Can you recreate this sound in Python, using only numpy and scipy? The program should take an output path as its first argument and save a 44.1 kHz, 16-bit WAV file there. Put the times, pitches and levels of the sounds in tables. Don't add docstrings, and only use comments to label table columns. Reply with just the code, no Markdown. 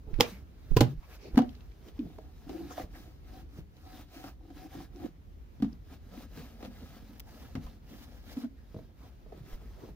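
import sys
import numpy as np
from scipy import signal
from scipy.fft import rfft, irfft, next_fast_len
from scipy.io import wavfile
from scipy.ndimage import uniform_filter1d, map_coordinates

SR = 44100
rng = np.random.default_rng(int(sys.argv[2]) if len(sys.argv) > 2 else 0)


def boost(x):
    u = np.asarray(x, float) / 20
    return 10 ** u


def master_out(mix):
    frames = np.transpose(np.atleast_2d(mix))
    ceiling = np.clip(frames, -1, 1)
    pcm = np.round(ceiling * 32767).astype(np.int16)
    wavfile.write(sys.argv[1], SR, pcm)


N = 438794


def unit(x):
    return x / np.sqrt(np.mean(x ** 2) + 1e-20)


def along(points, hz):
    f, v = np.transpose(points)
    return np.interp(np.log(hz + 1), np.log(f + 1), v)


def wobble(rate, order=3):
    knots = rng.standard_normal(int(N * rate / SR) + 4)
    return map_coordinates(knots, [np.arange(N) * rate / SR], order=order)


def filtered(x, response):
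    n = x.shape[-1]
    m = next_fast_len(n + 8192)
    return irfft(rfft(x, m) * response(np.fft.rfftfreq(m, 1 / SR)), m)[..., :n]


def resonance(f, centre, width):
    return 1j * f * width / (centre * centre - f * f + 1j * f * width)


def split_angle(alike, hz):
    return np.arccos(np.clip(along(alike, hz), -1, 1)) / 2


def rush(spectrum, alike, patchy_db, grit_db=0):
    raw = rng.standard_normal((2, N)) * boost(grit_db * wobble(970, order=1))
    z = signal.stft(raw, nperseg=512)[2]
    field = rng.standard_normal(z.shape[1:])
    for axis in (0, 1):
        field = uniform_filter1d(field, size=8, axis=axis)
    pair = signal.istft(z * boost(patchy_db * unit(field)), nperseg=512)[1][:, :N]

    def colour(hz):
        angle = split_angle(alike, hz)
        return boost(along(spectrum, hz)) * [np.cos(angle), np.sin(angle)]

    mid, side = filtered(pair, colour)
    return unit(np.array([mid + side, mid - side]))


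def add(track, s, sound):
    i = round(s * SR)
    track[:, i:i + sound.shape[1]] += sound[:, :N - i]


def later(pair, count):
    return np.array([pair[0], np.roll(pair[1], count)])


# (frequency [Hz], time to fall 60 dB [s])
ROOM_DECAY = [(100, 0.32), (500, 0.24), (2000, 0.22), (6000, 0.15), (14000, 0.1)]
# (frequency [Hz], likeness [-1 to 1])
ROOM_ALIKE = [(60, 0.73), (240, 0.81), (950, -0.42), (3770, 0.16), (15000, -0.44)]


def with_room(sound, wet_db):
    hz, t, (a, b) = signal.stft(rng.standard_normal((2, SR // 4)), SR, nperseg=256)
    angle = split_angle(ROOM_ALIKE, hz)[:, None]
    mid, side = np.cos(angle) * a, np.sin(angle) * b
    z = np.array([mid + side, mid - side])
    tail = signal.istft(z * boost(-60 * t / along(ROOM_DECAY, hz)[:, None]), SR, nperseg=256)[1]
    tail *= 1 - np.exp(-np.arange(tail.shape[1]) / SR / 0.0053)
    tail *= np.linspace(1, 0, tail.shape[1])
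    wet = signal.fftconvolve(sound, tail / np.linalg.norm(tail[0]), axes=1)
    return np.pad(sound, ((0, 0), (0, tail.shape[1] - 1))) + boost(wet_db) * wet


# (start [s], length [s], first speed
# [dB], last speed [dB], pressure on the board re speed [dB])
FREE_STROKES = [(.11, .13, -68.5, -65, 15), (.282, 0.14, -50.5, -69.5, -1.5), (.45, 0.3, -78.5, -63.5, 4),
                (.778, 0.14, -63, -62, 1), (1.0, 0.13, -69, -66.5, 1), (1.105, 0.047, -60.5, -56, 2),
                (1.2, 0.082, -66.5, -64.5, 13), (1.3, 0.056, -70.5, -61, 17.5), (1.45, 0.35, -66.5, -75, 4),
                (1.67, 0.22, -84, -62, 9), (1.97, 0.29, -67, -71.5, 15), (2.2, 0.25, -76, -66.5, 6.5)]
SHELF_STROKES = [(2.5, 0.19, -60, -60.5, 11.1), (2.708, .025, -55, -54.5, 8.1), (2.74, .03, -59, -58, 6),
                 (2.82, 0.016, -52.5, -58.5, 3.2), (2.782, 0.025, -50.5, -54, 5.2),
                 (2.96, 0.2, -58.5, -72, 5.8), (3.15, 0.088, -71, -83, 3), (3.285, 0.13, -65, -62, 8.8),
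                 (3.53, 0.062, -67.5, -62, 6.9), (3.77, 0.24, -68, -56.5, 5.1),
                 (4.15, 0.14, -56.5, -56, 4.1), (4.46, 0.059, -71, -69, 17.3),
                 (4.57, 0.093, -61, -59.5, 5.7), (4.74, 0.095, -57, -57.5, 4.4),
                 (4.95, .11, -68, -58.5, 15.5),
                 (5.56, 0.19, -74, -71.5, 6.3), (5.88, 0.06, -67, -59, 5), (6.02, 0.081, -74, -66.5, 5.4),
                 (6.14, 0.1, -61, -58, 8.1), (6.3, .04, -67.5, -69, 8), (6.376, 0.21, -54.5, -68.5, 8.2),
                 (6.61, 0.051, -61, -56.5, 12.5), (6.72, 0.26, -63.5, -59.5, 7),
                 (7.0, 0.21, -64.5, -65.5, 5.5), (7.29, 0.14, -61, -59, 5.1),
                 (7.449, 0.15, -61.5, -68.5, 6.6), (7.64, 0.13, -60.5, -70.5, 7.7),
                 (7.9, 0.14, -61, -57, 4), (8.08, 0.12, -63.5, -64, 8.3), (8.221, 0.11, -67, -53.5, 7.5),
                 (8.37, 0.057, -58, -56.5, 9.4), (8.58, .17, -73.5, -69.5, 6.4), (8.78, 0.15, -67, -80, 12),
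                 (9.0, 0.087, -68, -65, 5.4), (9.1, 0.15, -72, -77.5, 9.1), (9.3, 0.098, -73, -65.5, 14),
                 (9.465, 0.079, -63, -58, 6.1), (9.62, 0.15, -67, -67.5, 5.8),
                 (9.8, 0.097, -64.5, -64, 12.4)]


def strokes():
    start_db_per_s, stop_db_per_s, lifted_db = 201, 350, -89
    nap_free_db, nap_shelf_db, nap_grows = -9, -9, 1.05
    t = np.arange(0, N / SR + .01, .002)
    speed, nap, press = np.full((3, len(t)), float(lifted_db))
    for table, nap_db in (FREE_STROKES, nap_free_db), (SHELF_STROKES, nap_shelf_db):
        for s, length, first_db, last_db, press_db in table:
            db = np.interp(t, [s, s + length], [first_db, last_db])
            db = db - start_db_per_s * np.maximum(s - t, 0)
            db = db - stop_db_per_s * np.maximum(t - s - length, 0)
            speed = np.maximum(speed, db)
            press = np.maximum(press, db + press_db)
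            nap = np.maximum(nap, -62 + nap_grows * (db + 63.0) + nap_db)
    return [np.interp(np.arange(N) / SR, t, curve) for curve in (speed, nap, press)]


def panel(modes, damping):
    def response(f):
        return sum(boost(db) * resonance(f, hz, damping * np.log(1000) / np.pi / t60) for hz, db, t60 in modes)

    return response


SHELF_CHANGES = [2.1, 5.3, 9.3]
# (frequency [Hz], level per Hz [dB])
SCRAPE_COLOUR = [(240, -37), (400, -10.5), (590, -6), (721, -4.5), (828, -8.5), (1180, -11), (1900, -11.5),
                 (2400, -13), (5290, -15), (8000, -39.5), (10400, -69), (17600, -120)]
# (frequency [Hz], level per Hz [dB])
NAP_COLOUR = [(3500, -23), (6000, 2.5), (9000, 0), (16000, -10)]
# (frequency [Hz], likeness [-1 to 1])
CLOTH_ALIKE = [(60, .9), (600, 1), (1500, 0.94), (3500, 0.57), (8000, .05), (15000, .05)]
# (frequency [Hz], width [Hz], level [dB])
OVERTONES = [(1290, 48, -1), (1657, 38, -2), (3900, 140, -9)]


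def cloth():
    scrape_db, nap_db, drum_db = strokes()
    flutter = wobble(22)

    def overtones(f):
        return 1 + sum(boost(db + 0.5) * resonance(f, hz, width) for hz, width, db in OVERTONES)

    scrape = rush(SCRAPE_COLOUR, CLOTH_ALIKE, patchy_db=1.5, grit_db=1.5)
    scrape *= boost(scrape_db + .7 * flutter) * boost(0.73 * wobble(160, order=1))
    scrape = boost(-1.5) * filtered(scrape, overtones)

    nap = boost(nap_db + .8 * flutter) * rush(NAP_COLOUR, CLOTH_ALIKE, patchy_db=1.0, grit_db=1.0)

    slip_colour = [(60, 2.5), (300, 1.0), (800, -9.0), (1000, -16.0), (2000, -31.5)]  # (Hz, dB)
    slips = rush(slip_colour, [(200, 1.0), (900, 0.32)], patchy_db=4.0) * boost(0.87 * wobble(45))
    place = np.searchsorted(SHELF_CHANGES, np.arange(N) / SR)
    panels = [panel(FRAME_MODES[1:], damping=1.9), panel(UPPER_MODES[1:], damping=1.0),
              panel(LOWER_MODES[1:], damping=2.3), panel(FRAME_MODES[1:], damping=2.9)]
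    boards = np.zeros((2, N))
    for k, response in enumerate(panels):
        here = place == k
        boards += unit(filtered(slips * here, response)) * np.sqrt(np.mean(here))
    return scrape + nap + boost(drum_db - 2.5) * boards


def sweeping(pair, samples):
    late = np.round(samples * np.tanh(1.2 * wobble(2.2))).astype(int)
    return np.array([pair[0], pair[1][np.clip(np.arange(N) - late, 0, N - 1)]])


def knocks(table, modes, colour, wet_db, crack_s, scuff, lag_s, pan_db, count):
    out, t = np.zeros((2, N)), np.arange(SR // 7) / SR
    for s, db, over_db, crack_db, carcass_db in table:
        ring = np.zeros(len(t))
        for hz, level, t60 in modes:
            part_db = carcass_db if hz < 170 else 0 if hz < 420 else over_db
            pitch = hz * (1 + 0.017 * rng.normal())
            build = 1 - np.exp(-t * hz / 0.85)
            ring += boost(part_db + level - 60 * t / t60) * np.sin(2 * np.pi * pitch * t) * build
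        shared, *own = filtered(rng.standard_normal((3, len(t))), lambda f: boost(along(colour, f)))
        fade = boost(-60 * t / crack_s) + scuff * boost(-60 * t / 0.077)
        crack = (shared + 1.1 * np.array(own)) * fade
        crack *= boost(crack_db + 5.0) / np.abs(crack).max()
        pan = pan_db * np.array([[.5], [-.5]])
        add(out, s + lag_s, with_room(boost(db - 5.5 + pan) * (ring + crack), wet_db))
    return later(out, count)


# (time [s], board peak level [dB],
# overtones re board [dB], # crack re board [dB], carcass re board [dB])
DOOR_KNOCKS = [(.073, -40, -23, -36, 3), (.187, -18, -20, -29.5, 3), (.2005, -17, 7.5, -6.5, -15.5),
               (.2065, -12, 0, 4, -8), (.713, -25.5, -11.5, -29, 8), (.764, -16, 0, -9, 14),
               (.768, -13.5, -6.5, -3, 0.5), (.775, -27, 0, -1.5, -1), (.786, -22.5, -6, -16, -1),
               (.8065, -7, -4.5, -6, 3), (.81, -4.5, -13, -15, 4), (.826, -16.5, -8.5, -20.5, 2),
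               (1.344, -24, -11.5, -29, -0.5)]
# (frequency [Hz], level [dB], time to fall 60 dB [s])
DOOR_MODES = [(137, 6, 0.034), (127, -10.5, 0.13), (250, -5.5, 0.076), (300, 4, 0.028), (468, 1.5, 0.04),
              (770, -2.5, 0.02), (980, -8.5, .03), (1190, -14, 0.022), (2460, -19, 0.019)]
# (frequency [Hz], level [dB])
SLAP_COLOUR = [(300, -26.5), (800, -7), (1600, -12.5), (2400, -15), (3200, -10.5), (5200, -17), (8000, -18),
               (17000, -36)]


def door_knocks():
    return knocks(DOOR_KNOCKS, DOOR_MODES, SLAP_COLOUR, wet_db=-12.0, crack_s=0.028, scuff=0.13,
                  lag_s=0.001, pan_db=-2.5, count=-2)


# (time [s], board peak level [dB], overtones re board [dB],
# crack re board [dB], carcass re board [dB])
SIDE_KNOCKS = [
    (1.357, -37, -5, -2.5, -6.5),
    (1.3715, -20.5, -2, -11, -9),
    (1.376, -1, -15, -17, -15),
    (1.388, -16.5, 7.5, -8.5, -23),
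    (1.419, -26.5, 1, -12, -3),
]
# (frequency [Hz], level [dB], time to fall 60 dB [s])
SIDE_MODES = [(154, -7, 0.12), (240, -4.5, .13), (268, -0.5, .07), (495, -7.5, 0.04), (745, -4, 0.05),
              (822, -17, 0.036), (940, -28, .04), (1127, -23, 0.032), (1594, -20, 0.019), (2830, -20, .02)]
# (frequency [Hz], level [dB])
RAP_COLOUR = [(300, -17), (700, 2), (1600, -7.5), (2800, -10.5), (5000, -14), (9000, -24), (17000, -43)]


def side_knocks():
    return knocks(SIDE_KNOCKS, SIDE_MODES, RAP_COLOUR, wet_db=-12.5, crack_s=0.023, scuff=0.33,
                  lag_s=.0006, pan_db=1.0, count=-4)


# (time [s], board peak level [dB], overtones re board [dB],
# crack re board [dB], carcass re board [dB])
UPPER_KNOCKS = [(2.467, -35, -22, -30, -15), (2.493, -28, -12.5, -11, -16), (2.706, -41.5, 3, -8, -14),
                (2.777, -42, 9, -15, -6), (2.796, -31.5, 2, -8, -4), (2.953, -52, 4, -5, -10),
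                (4.24, -32, -8, -11, -7), (4.408, -60, 2, -2, -10), (4.452, -57, 4, -15, -12),
                (4.503, -38.5, -11, -13, -22), (4.569, -38, -23, -15, -14), (4.75, -31.5, -12, -18, -9),
                (4.803, -33, -14, -13, -24), (4.999, -36.5, -12, -12, -1), (5.022, -38, -21, -31, -12.5)]
# (frequency [Hz], level [dB], time to fall 60 dB [s])
UPPER_MODES = [(106, 0.5, 0.1), (196, -8.5, 0.089), (295, 4.5, 0.049), (305, -7.5, 0.017),
               (507, -2.5, 0.066), (735, 5, 0.04), (1230, -5, 0.018)]


def upper_knocks():
    return knocks(UPPER_KNOCKS, UPPER_MODES, RAP_COLOUR, wet_db=-9.0, crack_s=0.034, scuff=.2,
                  lag_s=0.00027, pan_db=1.0, count=5)


# (time [s], board peak level [dB], overtones re board [dB],
# crack re board [dB], carcass re board [dB])
LOWER_KNOCKS = [(5.6, -29, -17, -24, -1), (5.622, -27, 1, -10, 2), (5.644, -27.5, -6, -16, 2.5),
                (6.174, -30, -25, -17, -26), (6.371, -33.5, -23, -22, 3.5), (6.604, -50, 0, 0, -18),
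                (6.626, -42, 2, 1.5, -17.5), (6.648, -43, 4, 4.5, -18), (6.964, -41, 1, -25, -12),
                (7.5525, -28, -7, -5, 0.5), (7.56, -35.5, 6, -16, -1), (7.5715, -28, -20, -29, -12),
                (7.665, -49, 9, 2, 4), (8.369, -42, 6, -2, -20), (8.443, -40, -2, -8, -17)]
# (frequency [Hz], level [dB], time to fall 60 dB [s])
LOWER_MODES = [(155, 1.5, 0.083), (236, -6.5, 0.11), (257, 0, 0.068), (490, -4.5, 0.032), (716, -6, 0.038),
               (1130, -16, 0.036)]


def lower_knocks():
    return knocks(LOWER_KNOCKS, LOWER_MODES, RAP_COLOUR, wet_db=-11.0, crack_s=0.029, scuff=0.85,
                  lag_s=.0006, pan_db=1.5, count=4)


# (time [s], board peak level [dB], overtones re board [dB],
# crack re board [dB], carcass re board [dB])
FRAME_KNOCKS = [
    (2.185, -44.5, 5.5, -2.5, -5.5),
    (2.839, -33.5, -10, -22, 4),
    (3.585, -32, -31, -27.5, 12.5),
    (8.744, -26.5, -13, -28, -1),
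    (8.763, -26, -14, -27, 3),
    (8.788, -39, -2, -15, 8),
    (9.26, -48, 0, -19, 8),
    (9.323, -44, 4, -12, -10),
    (9.375, -36, -23, -17.5, 5),
    (9.888, -31.5, -17, -33, -13.5),
]
# (frequency [Hz], level [dB], time to fall 60 dB [s])
FRAME_MODES = [(153.5, -1.5, 0.046), (181, -7, 0.16), (334, 5, 0.017), (430, 9, 0.034), (620, 1, 0.065),
               (900, 2, 0.012)]


def frame_knocks():
    return knocks(FRAME_KNOCKS, FRAME_MODES, RAP_COLOUR, wet_db=-12.5, crack_s=0.024, scuff=.21,
                  lag_s=0.00054, pan_db=0.0, count=-5)


# (frequency [Hz], level [dB], time to fall 60 dB [s])
CATCH_MODES = [(3200, 2.5, 0.0042), (4090, -4.5, 0.005), (5080, 1, 0.0046), (2140, -6, 0.0074),
               (840, -7, 0.014)]


def catch():
    out, t = np.zeros((2, N)), np.arange(SR // 30) / SR
    ring = sum(boost(db - 60 * t / t60) * np.sin(2 * np.pi * hz * t) for hz, db, t60 in CATCH_MODES)
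    level_db = -8.5 + np.array([[-2.5], [2.5]])
    add(out, .2078, with_room(boost(level_db) * ring, wet_db=-20.5))
    return later(out, count=-1)


# (start [s], length [s], peak level [dB], pitch [Hz])
THUDS = [(1.9895, 0.022, -27, 284), (2.009, 0.023, -33.5, 250), (2.035, 0.0097, -37, 222),
         (2.539, 0.032, -39.5, 320), (2.586, 0.03, -39.5, 330), (2.619, 0.021, -42.5, 317),
         (2.646, 0.021, -43, 323), (2.693, 0.011, -45, 300), (5.6235, 0.014, -18.5, 250),
         (5.637, 0.018, -26, 235), (5.652, 0.022, -34, 244), (5.699, 0.012, -48, 250),
         (5.727, 0.0076, -40, 200), (6.424, 0.022, -44, 250), (6.63, 0.0072, -39, 250),
         (6.643, .012, -42, 250), (6.673, 0.018, -39, 230), (7.414, 0.024, -45, 250),
         (7.915, .02, -48.5, 250), (8.272, 0.018, -48, 250), (8.367, 0.021, -29, 258),
         (8.433, 0.033, -29, 255), (9.4, 0.029, -42.5, 128.5), (4.16, 0.02, -44.5, 300),
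         (4.479, 0.015, -49, 300), (7.569, 0.02, -35, 112), (7.585, .03, -42, 240),
         (8.763, 0.016, -36, 110), (0.314, 0.032, -42.5, 199), (1.372, .007, -15.5, 230),
         (1.399, .024, -21.5, 258), (5.914, 0.019, -49.5, 250), (6.059, 0.022, -53, 250),
         (7.088, 0.017, -48.5, 250), (3.432, 0.019, -51.5, 300), (3.863, 0.018, -49, 300),
         (2.968, 0.017, -48.5, 300), (.764, .012, -18.5, 401), (0.767, .02, -29, 1010),
         (.808, 0.015, -25, 818), (0.81, 0.016, -27, 596), (.83, 0.016, -23, 120), (1.432, .07, -36, 245),
         (7.5525, .005, -30, 230), (.925, .04, -41, 150), (.872, .04, -33, 125), (2.186, .006, -48, 750),
         (2.055, .012, -38, 170)]


def thuds():
    out = np.zeros((2, N))
    for s, length, db, hz in THUDS:
        t = np.arange(round(length * SR)) / SR
        swell = np.sin(np.pi * (t / length) ** 0.94)
        tone = swell * np.sin(2 * np.pi * hz * t)
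        add(out, s, with_room(boost(db) * np.array([tone, tone]), wet_db=-11.5))
    return out


def swells(table, width):
    out = np.zeros((2, N))
    for s, length, db, hz in table:
        swell = np.sqrt(np.hanning(round(length * SR)))
        noise = rng.standard_normal((2, len(swell)))
        air = filtered(noise, lambda f: np.abs(resonance(f, hz, hz * width)) ** 2)
        add(out, s, boost(db) * unit(air) * swell)
    return out


# (start [s], length [s], rms level [dB], centre [Hz])
SWISHES = [(7.661, .025, -58, 1020), (1.2, 0.12, -63.5, 4500), (1.17, 0.17, -65, 2400),
           (2.49, 0.04, -48, 340), (.221, .04, -40.5, 600), (.3, .07, -68, 2300), (1.4, .06, -44, 520),
           (0.77, .14, -48, 320), (1.015, .05, -63, 1040), (1.015, .06, -68, 2300),
           (1.2, 0.067, -67.5, 5600), (1.1, .07, -65.5, 2400), (2.7, 0.055, -57, 6300),
           (6.62, .05, -63, 3700), (8.56, .07, -73, 1700), (2.94, 0.039, -58.5, 1670),
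           (2.699, 0.037, -51.5, 1200), (2.776, 0.016, -37.5, 710), (5.032, 0.044, -37.5, 300),
           (5.726, 0.0081, -62, 4800), (8.994, 0.081, -64, 980), (9.321, 0.012, -47, 650),
           (9.801, 0.061, -61, 970), (5, 0.085, -61, 750)]


def swishes():
    return swells(SWISHES, width=0.36)


# (start [s], length [s], rms level [dB], centre [Hz])
BUZZES = [(.3, .095, -62, 2230), (.232, .045, -50, 2400), (1.4, 0.012, -52, 1300), (2.71, 0.045, -63, 1800),
          (2.8, .035, -59.5, 1920), (2.54, 0.055, -58, 750), (7.553, .014, -56, 2080),
          (7.556, .014, -51, 583), (1.415, .03, -47, 830), (1.43, .07, -55, 560), (1.372, .014, -42, 1600),
          (2.5, .19, -50, 330), (8.42, .045, -63, 1480), (8.44, .022, -55, 640), (4.14, .19, -58, 750),
          (4.57, .11, -56, 750), (4.71, .07, -57, 755), (3.28, .15, -60, 745), (3.82, .2, -60, 745),
          (4.238, .02, -56, 1310), (6.62, .06, -57, 520)]


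def buzzes():
    return swells(BUZZES, width=0.077)


def bursts(table, t60):
    out, t = np.zeros((2, N)), np.arange(SR // 50) / SR
    for s, db in table:
        noise = rng.standard_normal((2, len(t))) * boost(-60 * t / t60)
        burst = filtered(noise, lambda f: 1j * f / (1300 + 1j * f) / (1 + 1j * f / 8000))
        add(out, s, boost(db) * burst / np.abs(burst).max())
    return out


# (time [s], peak level [dB])
SNAPS = [
    (7.197, -38),
    (7.2015, -35),
]


def snaps():
    return bursts(SNAPS, t60=.016)


# (time [s], peak level [dB])
FLICKS = [
    (.7675, -26),
    (.778, -36),
    (7.181, -56),
    (7.133, -54),
    (5.6225, -52),
]


def flicks():
    return bursts(FLICKS, t60=.012)


# (time [s], peak level [dB], centre [Hz])
TICKS = [
    (0.141, -42.5, 1880),
    (1.492, -46.5, 3200),
    (1.5296, -60, 3210),
    (1.551, -53.5, 3800),
    (1.6074, -52, 3440),
    (1.7183, -55.5, 2460),
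    (1.8847, -49, 3670),
    (1.9915, -46, 2800),
    (3.768, -54, 4500),
    (4.96, -54, 5500),
]


def ticks():
    out, t = np.zeros((2, N)), np.arange(SR // 30) / SR
    for s, db, hz in TICKS:
        click = rng.standard_normal((2, len(t))) * boost(-60 * t / .02)
        click = filtered(click, lambda f: resonance(f, hz, hz * 0.59) / (1 + (f / 7000) ** 4))
        add(out, s, with_room(boost(db + 2.5) * click / np.abs(click).max(), wet_db=-9.5))
    return out


# (start [s], length [s], right peak level [dB], left share [0 to 1],
# direction [1 sucks first, -1 pushes first])
PUFFS = [(.972, .03, -33, .5, 1), (.074, .02, -34, .3, 1), (.1325, .008, -31, .2, 1),
         (.1, .022, -40, .5, 1), (0.128, 0.052, -22.5, 0.079, 1), (0.17, 0.036, -26, .13, 1),
         (0.704, 0.05, -15.5, 0.08, 1), (0.766, 0.024, -22, .14, -1), (1.333, 0.025, -27.5, 0.76, -1),
         (2.836, 0.0166, -35.5, .8, 1), (7.645, 0.021, -37, 0.77, 1), (9.526, 0.034, -34, 0.91, -1)]


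def puffs():
    out = np.zeros((2, N))
    for s, length, db, left, way in PUFFS:
        u = np.linspace(0, 1, round(length * SR))
        swing = np.sin(2 * np.pi * u) * np.sqrt(np.sin(np.pi * u) + 1e-9)
        add(out, s, -np.sign(way) * boost(db) * swing * [[left], [1]])
    return out


# (frequency [Hz], level per Hz [dB])
ROOM_TONE = [(15, -48.5), (34, -14), (42, 0.5), (72, -4), (107, -12), (168, -17), (270, -22.5), (400, -25),
             (590, -33.5), (1300, -40), (2600, -45), (6000, -51.5), (9000, -53.5), (17000, -64.5)]


def room_tone():
    return boost(-51.5 + 1.2 * wobble(2.5)) * rush(ROOM_TONE, ROOM_ALIKE, patchy_db=1.0)


def scene():
    mix = sweeping(cloth(), samples=6)
    mix += door_knocks() + side_knocks() + upper_knocks() + lower_knocks() + frame_knocks()
    mix += catch() + thuds() + swishes() + buzzes()
    mix += snaps() + flicks() + ticks() + puffs()
    return mix + room_tone()


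def band_limit(x):
    return signal.sosfilt(signal.butter(12, 17180, fs=SR, output="sos"), x)


# (frequency [Hz], level [dB])
TREBLE_COLOUR = [(6000, 1.5), (7250, -2), (8230, -6), (9700, 2), (11100, -3.5), (11800, 5.5), (13600, 10),
                 (15100, 15.5), (15850, 3.5), (15960, -48), (16300, -100)]


def record(dry):
    heard = filtered(dry, lambda hz: boost(along(TREBLE_COLOUR, hz)))
    heard /= (1 + np.abs(heard / .85) ** 6) ** (1 / 6)
    return band_limit(heard)


dry = scene()
out = record(dry)
master_out(out)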